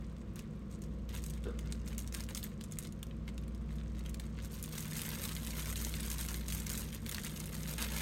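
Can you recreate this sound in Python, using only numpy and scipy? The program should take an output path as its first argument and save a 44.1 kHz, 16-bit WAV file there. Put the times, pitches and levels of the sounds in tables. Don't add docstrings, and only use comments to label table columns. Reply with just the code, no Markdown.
import sys
import numpy as np
from scipy import signal
from scipy.fft import rfft, irfft, next_fast_len
from scipy.io import wavfile
from scipy.ndimage import uniform_filter1d, map_coordinates

SR = 44100
rng = np.random.default_rng(int(sys.argv[2]) if len(sys.argv) > 2 else 0)


def transcribe(signal):
    frames = np.atleast_2d(signal).T
    limited = np.clip(frames, -1, 1)
    pcm = np.round(limited * 32767).astype(np.int16)
    wavfile.write(sys.argv[1], SR, pcm)


N = 353241

# frequency in Hz, rms level in dB.
HUM_TONES = [(41.1, -59), (120, -67), (176.6, -69), (195.5, -55.5), (220.6, -54.5), (235.2, -68),
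             (479, -70), (538.3, -71)]
# frequency in Hz, relative level in dB.
RUMBLE_COLOUR = [(20, -22), (33, -26), (45, 0), (100, 2), (118, -3.5), (232, 2.5), (265, -9.5), (320, -4.5),
                 (370, -11), (535, -12.5), (580, -20.5), (670, -18.5), (800, -30), (1100, -21.5),
                 (1700, -38)]
HISS_COLOUR = [(300, -13), (800, -1), (1100, 7.5), (2500, 2), (5000, -5.5), (8500, -11.5), (10000, -24),
               (12000, -15), (16000, -26)]
# centre in Hz, width in Hz, strength in dB.
AIR_RESONANCES = [(99.2, 10, -1.5), (154.46, 6.65, 14)]
# time in seconds, relative crackle level in dB.
PULL = [(0, -77), (.55, -81.5), (1.0, -80), (2.0, -69), (2.42, -67), (2.55, -76), (3.2, -83), (4.33, -72),
        (4.75, -57), (5.03, -51), (5.5, -53), (6.1, -51), (6.42, -59), (6.72, -53), (7.0, -63), (7.12, -55),
        (7.46, -58), (8.01, -51)]
# start in seconds, length in seconds,
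# relative crackle level in dB, relative rustle level in dB.
TUGS = [(0.352, .045, -63, -59.5), (0.691, .06, -71, -77), (0.813, 0.023, -67, -78),
        (1.079, 0.043, -65, -61), (1.124, 0.059, -56, -55.5), (1.215, 0.087, -60, -70),
        (1.325, .03, -65, -61), (1.581, .15, -72, -66.5), (1.855, .065, -62, -58), (1.972, 0.032, -57, -72),
        (2.129, 0.073, -56, -55), (2.281, 0.039, -60, -58), (2.342, .04, -50, -60),
        (2.418, 0.031, -55, -56), (2.602, 0.041, -66, -73), (2.703, 0.036, -63, -70),
        (2.785, 0.073, -63, -65), (3.264, 0.027, -70, -62), (3.68, 0.16, -75, -67),
        (3.922, 0.087, -73, -64.5), (4.044, 0.056, -66, -63.5), (4.192, 0.064, -67, -64),
        (4.366, 0.038, -69, -56.5), (4.436, 0.036, -62, -64), (4.509, 0.042, -57, -72),
        (4.714, .09, -54, -59), (4.956, 0.057, -51, -58.5), (5.051, 0.091, -55, -57),
        (5.193, .06, -49, -54), (5.544, .06, -54, -54), (5.665, 0.033, -49, -57), (5.773, .1, -50, -55.5),
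        (6.179, 0.05, -50, -59), (6.275, 0.034, -52, -54), (6.341, 0.033, -52, -59), (6.469, .11, -50, -65),
        (6.69, .15, -52, -64), (6.914, 0.044, -58, -58), (7.053, 0.097, -56, -57), (7.235, .04, -56, -54.5),
        (7.32, .09, -58, -63), (7.522, 0.048, -53, -57.5), (7.671, 0.054, -50.5, -52.5),
        (7.771, .08, -50, -45), (7.874, 0.064, -55, -50.5), (7.944, 0.067, -48, -47.5)]
# frequency in Hz, gain in dB.
CRACKLE_COLOUR = [(500, -15.5), (2000, -10.5), (3600, -4), (5500, -4), (6500, -2.5), (7400, -4.5),
                  (8600, 2), (9800, -7), (11800, 0), (16000, -5.5)]
RUSTLE_COLOUR = [(150, -7.5), (450, 1), (780, -7.5), (950, -0.5), (1180, -2.5), (1600, 0), (2200, -1.5),
                 (3500, -3), (6000, -10), (16000, -56)]
# centre in Hz, width in Hz, strength in dB.
PLATE_RESONANCES = [(2122, 89, -3.5), (3780, 180, -12), (6590, 430, -5.5)]
# start in seconds, relative level in dB, brightness in dB.
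CREASES = [(0.3584, -50, 4), (.392, -46.5, -4), (0.8194, -52.5, 5), (1.0914, -49.5, -1.5),
           (1.1746, -50.5, 1), (1.2393, -44, 6.5), (1.2635, -44.5, 9.5), (1.2992, -49.5, 13),
           (1.4401, -50, -5), (1.5907, -45.5, -2), (1.7237, -40, -2), (1.8767, -48, -1), (1.929, -50, -10),
           (1.9806, -39, 7.5), (2.0755, -45.5, 4), (2.125, -46, 4.5), (2.1474, -37, 3), (2.2059, -43, 1),
           (2.238, -46.5, 5), (2.2887, -45, -6.5), (2.349, -37, 3.5), (2.374, -43, 2), (2.4294, -43, -3),
           (2.4404, -39.5, 21), (2.611, -47, -1.5), (2.6391, -48, 7), (2.7216, -43.5, 6.5),
           (2.771, -54, -21), (2.787, -35.5, 10.5), (2.8258, -49.5, 5), (2.8712, -50.5, 1),
           (2.9236, -53, 4), (3.0296, -42, -0.5), (3.068, -58, 6), (3.1109, -54.5, -25), (3.279, -47, -11),
           (3.3796, -48, -4), (3.436, -59, -9), (3.4801, -56, 0.5), (3.5483, -57.5, 1), (3.992, -52.5, 4),
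           (4.0616, -48, -3.5), (4.0942, -48, 19), (4.144, -44.5, 0.5), (4.1982, -44, -0.5),
           (4.388, -49.5, -13), (4.6272, -39.5, 12.5), (4.6393, -40.5, 12), (4.806, -41.5, 9),
           (5.0168, -37, 16), (5.3653, -40.5, -5), (5.7575, -40, -4.5), (5.8484, -35, 4.5),
           (5.9394, -40, -10.5), (6.1014, -37.5, 7), (6.3429, -38.5, 0), (6.4825, -39, 3), (6.6674, -38, 8),
           (6.694, -40, 5), (6.7758, -39, 6), (7.0634, -42, 1), (7.093, -38, 26), (7.114, -40.5, 5),
           (7.146, -35.5, 0), (7.1825, -37.5, -12.5), (7.196, -46, 0), (7.2353, -43, 1), (7.2474, -38.5, 8),
           (7.4011, -40.5, 16), (7.4569, -46, 12), (7.7815, -40, -1), (7.8246, -33.5, 4)]
# frequency in Hz, gain in dB.
SNAP_COLOUR = [(300, -46), (900, -6.5), (2000, 1), (3600, 2.5), (5000, 0), (8500, 3), (12000, -1.5),
               (16000, -6)]
# start in seconds, relative level in dB.
WOOD_CONTACTS = [(1.456, -45), (1.468, -42), (1.485, -46.5), (1.504, -54)]
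# frequency in Hz, relative level in dB, seconds to fall 60 dB.
WOOD_MODES = [(356, 0, 0.08), (405, 0.5, 0.082), (465, 4.5, 0.09), (509, -5, 0.069), (950, -10, 0.028),
              (1250, -11, .03), (1320, -13, .03), (1410, -10, .05), (1680, -17, .03), (3690, -23, .25)]

FULL_PULL_DB = -50


def amp(db):
    return 10 ** (np.asarray(db) / 20)


def unit(x):
    return x / np.sqrt(np.mean(x ** 2) + 1e-20)


def clock():
    return np.arange(N) / SR


def wobble(rate):
    return map_coordinates(rng.standard_normal(int(N * rate / SR) + 4), [clock() * rate])


def coloured(x, points, resonances=()):
    size = 2 * next_fast_len(len(x) // 2 + 4096)
    hz = np.fft.rfftfreq(size, 1 / SR)
    point_hz, point_db = np.transpose(points)
    gain = amp(np.interp(np.log(hz + 1), np.log(point_hz), point_db))
    peaks = sum(amp(db) / (1 + (2 * (hz - centre) / width) ** 2) for centre, width, db in resonances)
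    cepstrum = irfft(np.log(gain * (1 + peaks)), size)
    cepstrum[1:size // 2] *= 2
    cepstrum[size // 2 + 1:] = 0
    return irfft(rfft(x, size) * np.exp(rfft(cepstrum)), size)[:len(x)]


def motor_hum():
    t = clock()
    shaft_hz, beat_s, in_step_s = 58.85, 2.26, 1.58
    shaft = 2 * np.pi * shaft_hz * t + rng.uniform(0, 2 * np.pi)
    lead = 2 * np.pi * (t - in_step_s) / beat_s
    motors = amp(-42.5) * np.sin(shaft) + amp(-47.0) * np.sin(shaft + lead)
    tones = sum(amp(db + 1.55 * wobble(2.89)) * np.sin(2 * np.pi * hz * t + 0.6 * wobble(2.037))
                for hz, db in HUM_TONES)
    return motors + np.sqrt(2) * tones


def ventilation():
    rumble = unit(coloured(rng.standard_normal(N), RUMBLE_COLOUR + [(6000, -68)], AIR_RESONANCES))
    hiss = unit(coloured(rng.standard_normal(N), HISS_COLOUR))
    return amp(-46.0) * rumble + amp(-69.0) * hiss


def pull_levels():
    t = clock()
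    pull_db = np.interp(t, *np.transpose(PULL)) + 0.68 * wobble(14)
    crackle_power = amp(pull_db) ** 2
    rustle_power = amp(-52.5 + 0.75 * (pull_db - FULL_PULL_DB)) ** 2
    attack_s, fall_db_per_s = .012, 350
    for start, length, crackle_db, rustle_db in TUGS:
        span = slice(round(start * SR), round(start * SR) + SR // 2)
        age = t[span] - start
        tug = np.clip(age / attack_s, 0, 1) * amp(-fall_db_per_s * np.maximum(age - length, 0))
        crackle_power[span] += (amp(crackle_db) * tug) ** 2
        rustle_power[span] += (amp(rustle_db) * tug) ** 2
    stall_db = np.zeros(N)
    depth_db, stall_s = 3.5, .012
    for start, _, _ in CREASES:
        before = slice(round(start * SR) - SR // 10, round(start * SR))
        stall_db[before] += depth_db * np.exp((t[before] - start) / stall_s)
    return 10 * np.log10(crackle_power) - stall_db, 10 * np.log10(rustle_power) - stall_db


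def grains(per_s, low_hz, high_hz, cycles, spread_db):
    starts = np.flatnonzero(rng.random(N) < per_s / SR)
    pitch_draw, size_draw, phase = np.hsplit(rng.random((len(starts), 3)), 3)
    hz = low_hz + (high_hz - low_hz) * pitch_draw
    size = amp(spread_db * np.minimum(-np.log(1 - size_draw), np.pi))
    offsets = np.arange(128)
    turns = hz * offsets / SR
    rings = size * np.sqrt(hz) * np.exp(-turns / cycles) * np.sin(2 * np.pi * (turns + phase))
    stream = unit(np.bincount((starts[:, None] + offsets).ravel(), rings.ravel(), N)[:N])
    power = uniform_filter1d(uniform_filter1d(stream ** 2, size=4000), size=4000)
    return stream / np.sqrt(np.abs(power) + 1e-4)


def peel(crackle_db, rustle_db):
    threads_per_s = np.clip(3800 * amp(.6 * (crackle_db - FULL_PULL_DB)), 400, 6500)
    slip = amp(wobble(90) + 3 * wobble(350))
    paint = grains(threads_per_s, low_hz=1420, high_hz=15300, cycles=0.86, spread_db=6.5)
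    sheet = grains(.7 * threads_per_s, low_hz=410, high_hz=4400, cycles=0.76, spread_db=4.5)
    bright = unit(coloured(paint, CRACKLE_COLOUR, PLATE_RESONANCES))
    soft = coloured(bright, [(8000, 4.0), (11000, -8.0)])
    speed = np.clip((crackle_db + 71.5) / 14, 0, 1)
    crackle = amp(crackle_db + 0.5) * (speed * bright + (1 - speed) * soft)
    rustle = amp(rustle_db - 1.5) * unit(coloured(sheet, RUSTLE_COLOUR, PLATE_RESONANCES))
    return slip * (crackle + rustle)


def lesser_creases(crackle_db, per_s=18):
    starts = np.flatnonzero(rng.random(N) < per_s / SR)
    size, colour = rng.standard_normal((len(starts), 2)).T
    level_db = crackle_db[starts] + 7 + 4.5 * np.clip(size, -2, 1)
    bright_db = 3 + 5 * colour
    return list(zip(starts / SR, level_db, bright_db))


def crease_snaps(creases):
    out, t = np.zeros(N + SR), np.arange(SR // 20) / SR
    for start, db, bright_db in creases:
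        crack = amp(-60 * t / 0.0033)
        echo_age = t - rng.uniform(0.00053, .0018)
        echo = 0.55 * (echo_age > 0) * amp(-60 * np.abs(echo_age) / 0.0031)
        shiver = .17 * amp(-60 * t / .028)
        attack = 1 - np.exp(-t / .0001)
        burst = (crack + echo + shiver) * attack * rng.standard_normal(len(t))
        burst[SR // 5000] += 2.5 * rng.choice([-1, 1])
        tilt_db = 0.7 * (bright_db - 2)
        tilt = [(3000, -tilt_db), (6000, 0), (13000, 0.57 * tilt_db)]
        ring_hz = np.clip(4400 * amp(0.603 * bright_db + rng.normal(0, 1)), 2000, 12000)
        burst = coloured(burst, tilt, [(ring_hz, 1100, -1)])
        burst = coloured(burst, SNAP_COLOUR, PLATE_RESONANCES)
        out[round(start * SR):][:len(t)] += amp(db + 21.5) * burst / np.linalg.norm(burst)
    return out[:N]


def wooden_knock():
    out, t = np.zeros(N + SR), np.arange(SR // 3) / SR
    scuff_colour = [(450, -1), (700, -9), (1400, 12), (1900, -16), (3500, -8.5), (9000, -38)]
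    for start, db in WOOD_CONTACTS:
        ring = np.zeros(len(t))
        for hz, mode_db, t60 in WOOD_MODES:
            decay = amp(mode_db + rng.normal(0, 1.5) - 60 * t / t60)
            ring += decay * np.sin(2 * np.pi * hz * rng.normal(1, 0.022) * t)
        scuff = coloured(rng.standard_normal(len(t)), scuff_colour) * amp(-60 * t / 0.044)
        out[round(start * SR):][:len(t)] += amp(db - 6) * (ring + 3.5 * scuff)
    return out[:N]


def studio(direct, table_db, table_t60, room_db, room_t60):
    t = np.arange(SR // 3) / SR
    fade = lambda t60: unit(amp(-60 * t / t60) * (t > .0005)) / np.sqrt(len(t))
    decay = np.hypot(amp(table_db) * fade(table_t60), amp(room_db) * fade(room_t60))
    out, step = np.pad(direct, (0, SR)), SR // 40
    for start in range(0, N, step):
        echoes = signal.fftconvolve(direct[start:start + step], decay * rng.standard_normal(len(t)))
        out[start:start + len(echoes)] += echoes
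    return out[:N]


def scene():
    crackle_db, rustle_db = pull_levels()
    paper = peel(crackle_db, rustle_db) + crease_snaps(CREASES + lesser_creases(crackle_db))
    paper = studio(paper, table_db=-5.5, table_t60=0.04, room_db=-15, room_t60=0.26)
    wood = studio(wooden_knock(), table_db=-3, table_t60=0.061, room_db=-3, room_t60=0.83)
    return (paper + wood + motor_hum() + ventilation())[None]


def record(dry):
    size, top_hz = next_fast_len(N + SR // 2), 15900
    in_band = np.fft.rfftfreq(size, 1 / SR) < top_hz
    return irfft(rfft(dry, size) * in_band, size)[..., :N]


dry = scene()
out = record(dry)
transcribe(out)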